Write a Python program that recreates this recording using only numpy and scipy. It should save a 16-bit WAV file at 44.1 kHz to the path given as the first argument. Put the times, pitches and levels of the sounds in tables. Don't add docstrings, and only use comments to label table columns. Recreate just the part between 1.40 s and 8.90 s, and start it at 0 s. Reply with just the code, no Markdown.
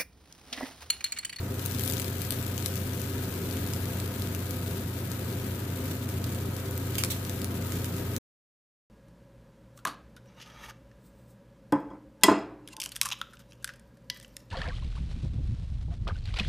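import sys
import numpy as np
from scipy import signal
from scipy.fft import rfft, irfft, next_fast_len
from scipy.io import wavfile
from scipy.ndimage import uniform_filter1d, minimum_filter1d, map_coordinates

SR = 44100
rng = np.random.default_rng(int(sys.argv[2]) if len(sys.argv) > 2 else 0)


def field_ratio(decibels):
    return 10 ** (np.asarray(decibels, dtype=float) / 20)


def waveform_to_disk(signal):
    frames = np.transpose(np.atleast_2d(signal))
    scaled = np.clip(frames, -1, 1) * 32767
    samples = np.round(scaled).astype(np.int16)
    wavfile.write(sys.argv[1], SR, samples)


N = 330740

# pitch_hz, level_db, unsteadiness_db
FAN_TONES = [
    (92.7, -36.5, 0.5),
    (120.15, -39.5, 1),
]
# freq_hz, level_db (per Hz)
AIR_RUSH = [(20, -32.5), (35, -13), (60, -9.5), (80, -1), (150, -2.5), (300, -6), (600, -19), (800, -23),
            (1600, -21.5), (2500, -28.5), (5000, -37), (9000, -87.5)]
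# centre_hz, width_hz, lift_db
HOOD_MODES = [(178.5, 15, 4), (254, 28, 6), (392, 28, 9), (516, 39, 9), (676.5, 65, 7), (947, 71, 6),
              (1267, 55, 7.5), (1472, 33, 5.5)]
# freq_hz, correlation (no unit)
AIR_LIKENESS = [(60, 1.0), (130, 0.98), (290, 0.97), (640, 0.73), (1410, 0.36), (3100, 0.07), (6820, -1.2),
                (15000, -0.01)]
# freq_hz, left_minus_right_db
AIR_BALANCE = [(60, 3), (110, 0), (200, -0.5), (380, 3), (700, 3), (1290, -2), (2380, 7), (4400, 7.5),
               (8120, -3.5), (15000, 12)]
# start_s, fizz_level_db, small_spits_per_s, left_minus_right_db
FRYING = [(0.0, -47, 5, 1), (0.13, -46, 8.3, 4), (0.24, -42.5, 40.6, 5), (0.46, -41.5, 92, 10.5),
          (0.62, -43, 60, 10), (0.77, -43, 35, 8.5), (1.38, -45, 17, 10.5), (1.67, -43.5, 12, 8),
          (2.5, -45, 14, 7.5), (4.12, -45, 7.15, 6.5), (5.06, -46.5, 7, 5), (5.5, -45, 6, 4),
          (5.75, -43, 4, 0), (5.85, -45.5, 10, 8), (6.38, -44.5, 19.4, 4), (6.6, -45.5, 8, 5.5)]
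# freq_hz, level_db (per Hz)
FRYING_COLOUR = [(880, -18), (1500, -6.5), (1620, -0.5), (1770, -9), (2260, -6), (2830, -6), (3270, -5.5),
                 (3710, -4), (5220, -7.5), (7640, -5.5), (9740, -8.5), (11800, -3.5), (15400, -5)]
# freq_hz, left_minus_right_db
PORT_DIFFERENCE = [(1500, 1.5), (2400, 2), (4400, -1), (6000, -2), (7500, -6), (8800, -1), (12000, 1.5),
                   (15000, 3.5)]
# start_s, level_db, t60_s, cavity_hz, opening_kick_db
STEAM_SPURTS = [
    (5.5822, -31.5, 0.26, 2930, 8.5),
    (5.7014, -29.5, 0.14, 3820, 3),
    (5.7135, -32.5, .1, 3650, 3.5),
]
# start_s, bright_db, body_db
RIM_POPS = [(0.1949, -27, -31), (0.2535, -25, -32), (0.261, -14, -29), (0.3122, -30, -28),
            (0.3208, -21, -34), (0.3484, -22, -29), (0.3862, -28, -30), (0.3955, -20, -28),
            (0.4094, -22, -28), (0.4195, -22, -36), (0.4367, -15.5, -31), (0.451, -19, -34),
            (0.46, -21, -31), (0.478, -16, -24.5), (0.4848, -33, -30), (0.4995, -16.5, -24),
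            (0.5119, -20, -30), (0.5234, -21, -24), (0.536, -24, -25.5), (0.569, -22, -29),
            (0.5811, -34.5, -26), (0.5984, -16, -23), (0.604, -31, -34), (0.6189, -20, -28),
            (0.645, -28, -28.5), (0.659, -24.5, -42), (0.681, -27, -30),
            (0.8186, -21, -26.5), (0.8503, -29.5, -31), (0.907, -15, -20), (0.923, -19, -25),
                  (1.0273, -29, -30), (1.066, -22, -32), (1.179, -23, -24.5), (1.2016, -39, -31),
                  (1.2253, -42, -30), (1.2606, -15.5, -18.5), (1.2823, -25, -37), (1.339, -32, -34),
                  (1.3568, -19, -32), (1.37, -29.5, -31), (1.3772, -32, -33), (1.617, -24, -29.5),
                  (2.111, -34.5, -29), (2.1268, -39, -31), (2.2646, -34, -31), (2.2744, -24.5, -36),
                  (2.4565, -27, -32), (2.6618, -32, -37), (2.8216, -27, -28.5), (2.873, -30, -32),
                  (2.949, -22, -28), (3.1086, -18.5, -28.5), (3.717, -24, -28.5), (5.1662, -26, -34),
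                  (5.3107, -22.5, -44), (6.271, -28, -45)]
# start_s, bright_db, body_db, cavity_hz
BELOW_POPS = [(1.596, -48, -37, 2198), (2.1712, -34, -34, 4200), (2.336, -30, -28, 5500),
              (2.6009, -28.5, -31, 4197), (4.69, -30, -37, 2400), (4.8424, -33, -32, 4490),
              (4.948, -30, -38, 2398), (5.3781, -22.5, -37, 3202), (5.5544, -26, -27.5, 2600),
              (5.6371, -22, -15, 1994), (5.6481, -21.5, -25, 2984), (5.8418, -30, -42, 4890),
              (5.851, -38, -34.5, 2904), (5.896, -32, -28, 4200), (6.018, -39, -31, 3800),
              (6.0452, -22.5, -28.5, 4000), (6.322, -33, -30.5, 3900), (6.358, -32.5, -40.5, 2500),
              (6.445, -33, -29, 3000), (6.5664, -35.5, -36.5, 2100), (6.5973, -36, -38, 3400),
              (6.7648, -25, -27, 2505)]
SIDES = np.array([[.5], [-.5]])
# freq_hz, margin_db
LEFT_DROPOUT = [(1500, 40), (2500, 8), (4000, 4.8), (5300, 3.5), (7000, 4.3), (9000, 7), (15540, 9),
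                (15590, -5)]
# freq_hz, margin_db
RIGHT_DROPOUT = [(1500, 40), (2500, 5), (4000, 3.4), (7500, 4.2), (8800, 2.2), (10000, 3.8), (15540, 5.5),
                 (15590, -5)]
# freq_hz, gain_db
BAND_LIMIT = [(15450, 0), (15560, -3), (15850, -6), (15950, -13), (16700, -21), (16800, -70)]

FAN_DB = -36
CRACKLE_DB, CRACKLE_SWAY_DB = -1, 3.5
SPIT_DB, SPIT_SPREAD_DB = 4, 2
SPIT_DULL_DB, SPIT_COLOUR_DB = 3, 3
RIM_PAN_DB, RIM_CAVITY_HZ = 17.5, 4160
BELOW_PAN_DB, SPURT_PAN_DB = 1.5, -1.5
PLACE_DB, CAVITY_SCATTER = 1.5, 0.063
GAP_S, GAP_ECHO = .00052, .36
CUT_S = 6.7845


def unit(x):
    return x / np.sqrt(np.mean(x ** 2) + 1e-20)


def along(points, hz):
    f, v = np.transpose(points)
    return np.interp(np.log(hz + 1), np.log(f + 1), v)


def curves(rows):
    s, *cols = np.transpose(rows)
    return [np.interp(np.arange(N) / SR, s, c) for c in cols]


def wobble(rate):
    knots = rng.standard_normal(int(N * rate / SR) + 4)
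    return map_coordinates(knots, [np.arange(N) * rate / SR])


def filtered(x, response):
    m = next_fast_len(N + SR // 2)
    return irfft(rfft(x, m) * response(np.fft.rfftfreq(m, 1 / SR)), m)[..., :N]


def ring(hz, centre_hz, width_hz):
    return 1j * hz * width_hz / (centre_hz ** 2 - hz ** 2 + 1j * hz * width_hz)


def fan():
    t = np.arange(N) / SR
    tones = 0
    for hz, db, sway_db in FAN_TONES:
        level = np.sqrt(2) * field_ratio(db + sway_db * wobble(4))
        tones = tones + level * np.sin(2 * np.pi * hz * t + .5 * wobble(3))

    def mid_side(hz):
        lift = 1 + sum((field_ratio(db) - 1) * abs(ring(hz, c, w)) ** 2 for c, w, db in HOOD_MODES)
        angle = np.arccos(np.clip(along(AIR_LIKENESS, hz), -1, 1)) / 2
        return field_ratio(along(AIR_RUSH, hz)) * lift * [np.cos(angle), np.sin(angle)]

    mid, side = filtered(rng.standard_normal((2, N)), mid_side)
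    air = filtered(np.array([mid + side, mid - side]), lambda hz: field_ratio(SIDES * along(AIR_BALANCE, hz)))
    return tones + field_ratio(FAN_DB + .6 * wobble(6)) * unit(air)


def kitchen(x):
    t = np.arange(SR // 8) / SR
    tail = rng.standard_normal((2, len(t))) * field_ratio(-60 * t / 0.14)
    late = np.pad(x, (70, 0))[None]
    return signal.fftconvolve(late, tail / np.linalg.norm(tail[0]), axes=1)[:, :N]


def burst(life_s):
    u = np.arange(SR // 100) / SR / life_s
    return u * np.exp(1 - u)


def ports(x):
    return filtered(x, lambda hz: field_ratio(along(FRYING_COLOUR, hz) + SIDES * along(PORT_DIFFERENCE, hz)))


def bubbles(rate, spread_db, clump_db, life_s, echo):
    chance = rate / SR * field_ratio(clump_db * wobble(11))
    burst_db = spread_db * np.minimum(rng.exponential(size=N), 3.5)
    sizes = (rng.random(N) < chance) * field_ratio(burst_db)
    near = signal.fftconvolve(sizes, burst(life_s))[:N]
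    far = near + echo * signal.fftconvolve(sizes, burst(life_s * 8))[:N]
    return unit(ports(np.array([unit(near), unit(far)]) * rng.standard_normal((2, N))))


def sizzle():
    fizz_db, _, pan_db = curves(FRYING)
    crackle_db = fizz_db + CRACKLE_DB + CRACKLE_SWAY_DB * wobble(5)
    fizz = bubbles(rate=3200, spread_db=1.8, clump_db=.4, life_s=.0003, echo=3)
    crackle = bubbles(rate=290, spread_db=1.6, clump_db=2.5, life_s=0.00043, echo=2.7)
    fizz = field_ratio(fizz_db + 2.0 + SIDES * pan_db) * fizz
    return fizz + field_ratio(crackle_db - 5.5 + 0.32 * SIDES * pan_db) * crackle


def spurts():
    out, t = np.zeros((2, N)), np.arange(N) / SR
    for s, db, t60, cavity_hz, kick_db in STEAM_SPURTS:
        turn = np.sign(np.cos(2 * np.pi * cavity_hz * GAP_S))

        def hiss(hz):
            floor_echo = 1 / (1 - turn * GAP_ECHO * np.exp(-2j * np.pi * hz * GAP_S))
            whistle = .9 * ring(hz, cavity_hz, 2400) ** 2
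            rush = ring(hz, 7000, 22000) * ring(hz, 8000, 26000)
            return (whistle + rush) * floor_echo

        jet = unit(filtered(rng.standard_normal((2, N)), hiss))
        age = np.maximum(t - s, 0)
        fall_db = kick_db * np.exp(-age / .011) - 60 * age / t60
        out += (t > s) * field_ratio(db + SIDES * SPURT_PAN_DB + fall_db + 2.5 * wobble(400)) * jet
    return out


def spits():
    fizz_db, rate, pan_db = curves(FRYING)
    luck = rng.random((400, 2))
    at = np.searchsorted(np.cumsum(np.maximum(rate, 0)) / SR, np.cumsum(.5 + luck[:, 0]))
    size_db = SPIT_SPREAD_DB * np.minimum(-np.log(1 - luck[:, 1]), 2)
    colour_db = SPIT_COLOUR_DB * rng.standard_normal(len(at))
    rows = [(*r, RIM_PAN_DB, RIM_CAVITY_HZ) for r in RIM_POPS]
    rows += [(*r[:3], BELOW_PAN_DB, r[3]) for r in BELOW_POPS]
    for i, size, colour in zip(at, size_db, colour_db):
        if i < N:
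            db = fizz_db[i] + SPIT_DB + size
            rows.append((i / SR, db + colour, db - colour - SPIT_DULL_DB, pan_db[i] + 8.5, RIM_CAVITY_HZ))
    rows = np.array(rows)
    scatter = rng.standard_normal((500, 2))[:len(rows)]
    rows[:, 3] += PLACE_DB * scatter[:, 0]
    rows[:, 4] *= np.exp(CAVITY_SCATTER * scatter[:, 1])
    return rows


def pops():
    out, size = np.zeros((2, N + SR)), SR // 100
    hz = np.fft.rfftfreq(size, 1 / SR)
    left_port = ring(hz, 13200, 5500)
    right_port = ring(hz, 7400, 3500) + .4 * ring(hz, 13000, 6000)
    port = np.array([left_port, right_port]) * ring(hz, 10000, 14000)
    low_cut = 1 / (1 + 1050 / (1j * hz + 1)) ** 2
    noises = rng.standard_normal((500, 4, size))
    for (s, bright_db, body_db, pan_db, cavity_hz), g in zip(spits(), noises):
        shaded_s = 0.00038 * (0.5 + 0.34 * max(pan_db - 0.5, 0))
        spray = 0.069 * burst(0.0017)
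        shape = np.array([burst(0.00042), burst(shaded_s)]) + spray
        snap = 3.8 * np.exp(-2j * np.pi * hz * 0.000404) * field_ratio([[0], [-.8 * max(pan_db, 0)]])
        bright = irfft((rfft(shape * g[:2]) + snap) * port, size)
        body = irfft((rfft(shape * g[2:]) + snap) * ring(hz, cavity_hz, 5500) * low_cut, size)
        both = field_ratio(bright_db - 14.5) * np.array([unit(v) for v in bright])
        both = both + field_ratio(body_db - 8.5) * np.array([unit(v) for v in body])
        out[:, round((s - .0005) * SR):][:, :size] += both * field_ratio([[0], [-pan_db]])
    return out[:, :N]


def scene():
    loud = pops() + spurts()
    return loud + field_ratio(-5) * kitchen(loud.mean(0)) + sizzle() + fan()


def thinned(x):
    hz, _, z = signal.stft(x, SR, nperseg=1024, noverlap=768)
    power = uniform_filter1d(abs(z) ** 2, size=4, axis=1)
    power = uniform_filter1d(power, size=5, axis=2)
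    band_db = 10 * np.log10(abs(power) + 1e-20)
    usual_db = uniform_filter1d(band_db, size=24, axis=1)
    top = hz > 15560
    usual_db[:, top] = uniform_filter1d(usual_db[:, top], size=80, axis=2)
    margin_db = np.array([along(LEFT_DROPOUT, hz), along(RIGHT_DROPOUT, hz)])[..., None]
    kept = 1. * (band_db > usual_db - margin_db)
    kept = minimum_filter1d(minimum_filter1d(kept, size=4, axis=1), size=5, axis=2)
    return signal.istft(z * kept, SR, nperseg=1024, noverlap=768)[1][:, :N]


def band_limit(x):
    return signal.sosfilt(signal.butter(12, 16810, fs=SR, output="sos"), x)


def record(dry):
    phone = filtered(thinned(dry), lambda hz: field_ratio(along(BAND_LIMIT, hz)))
    fade = np.clip((CUT_S - np.arange(N) / SR) / 0.0042, 0, 1)
    return band_limit(phone * fade)


dry = scene()
out = record(dry)
waveform_to_disk(out)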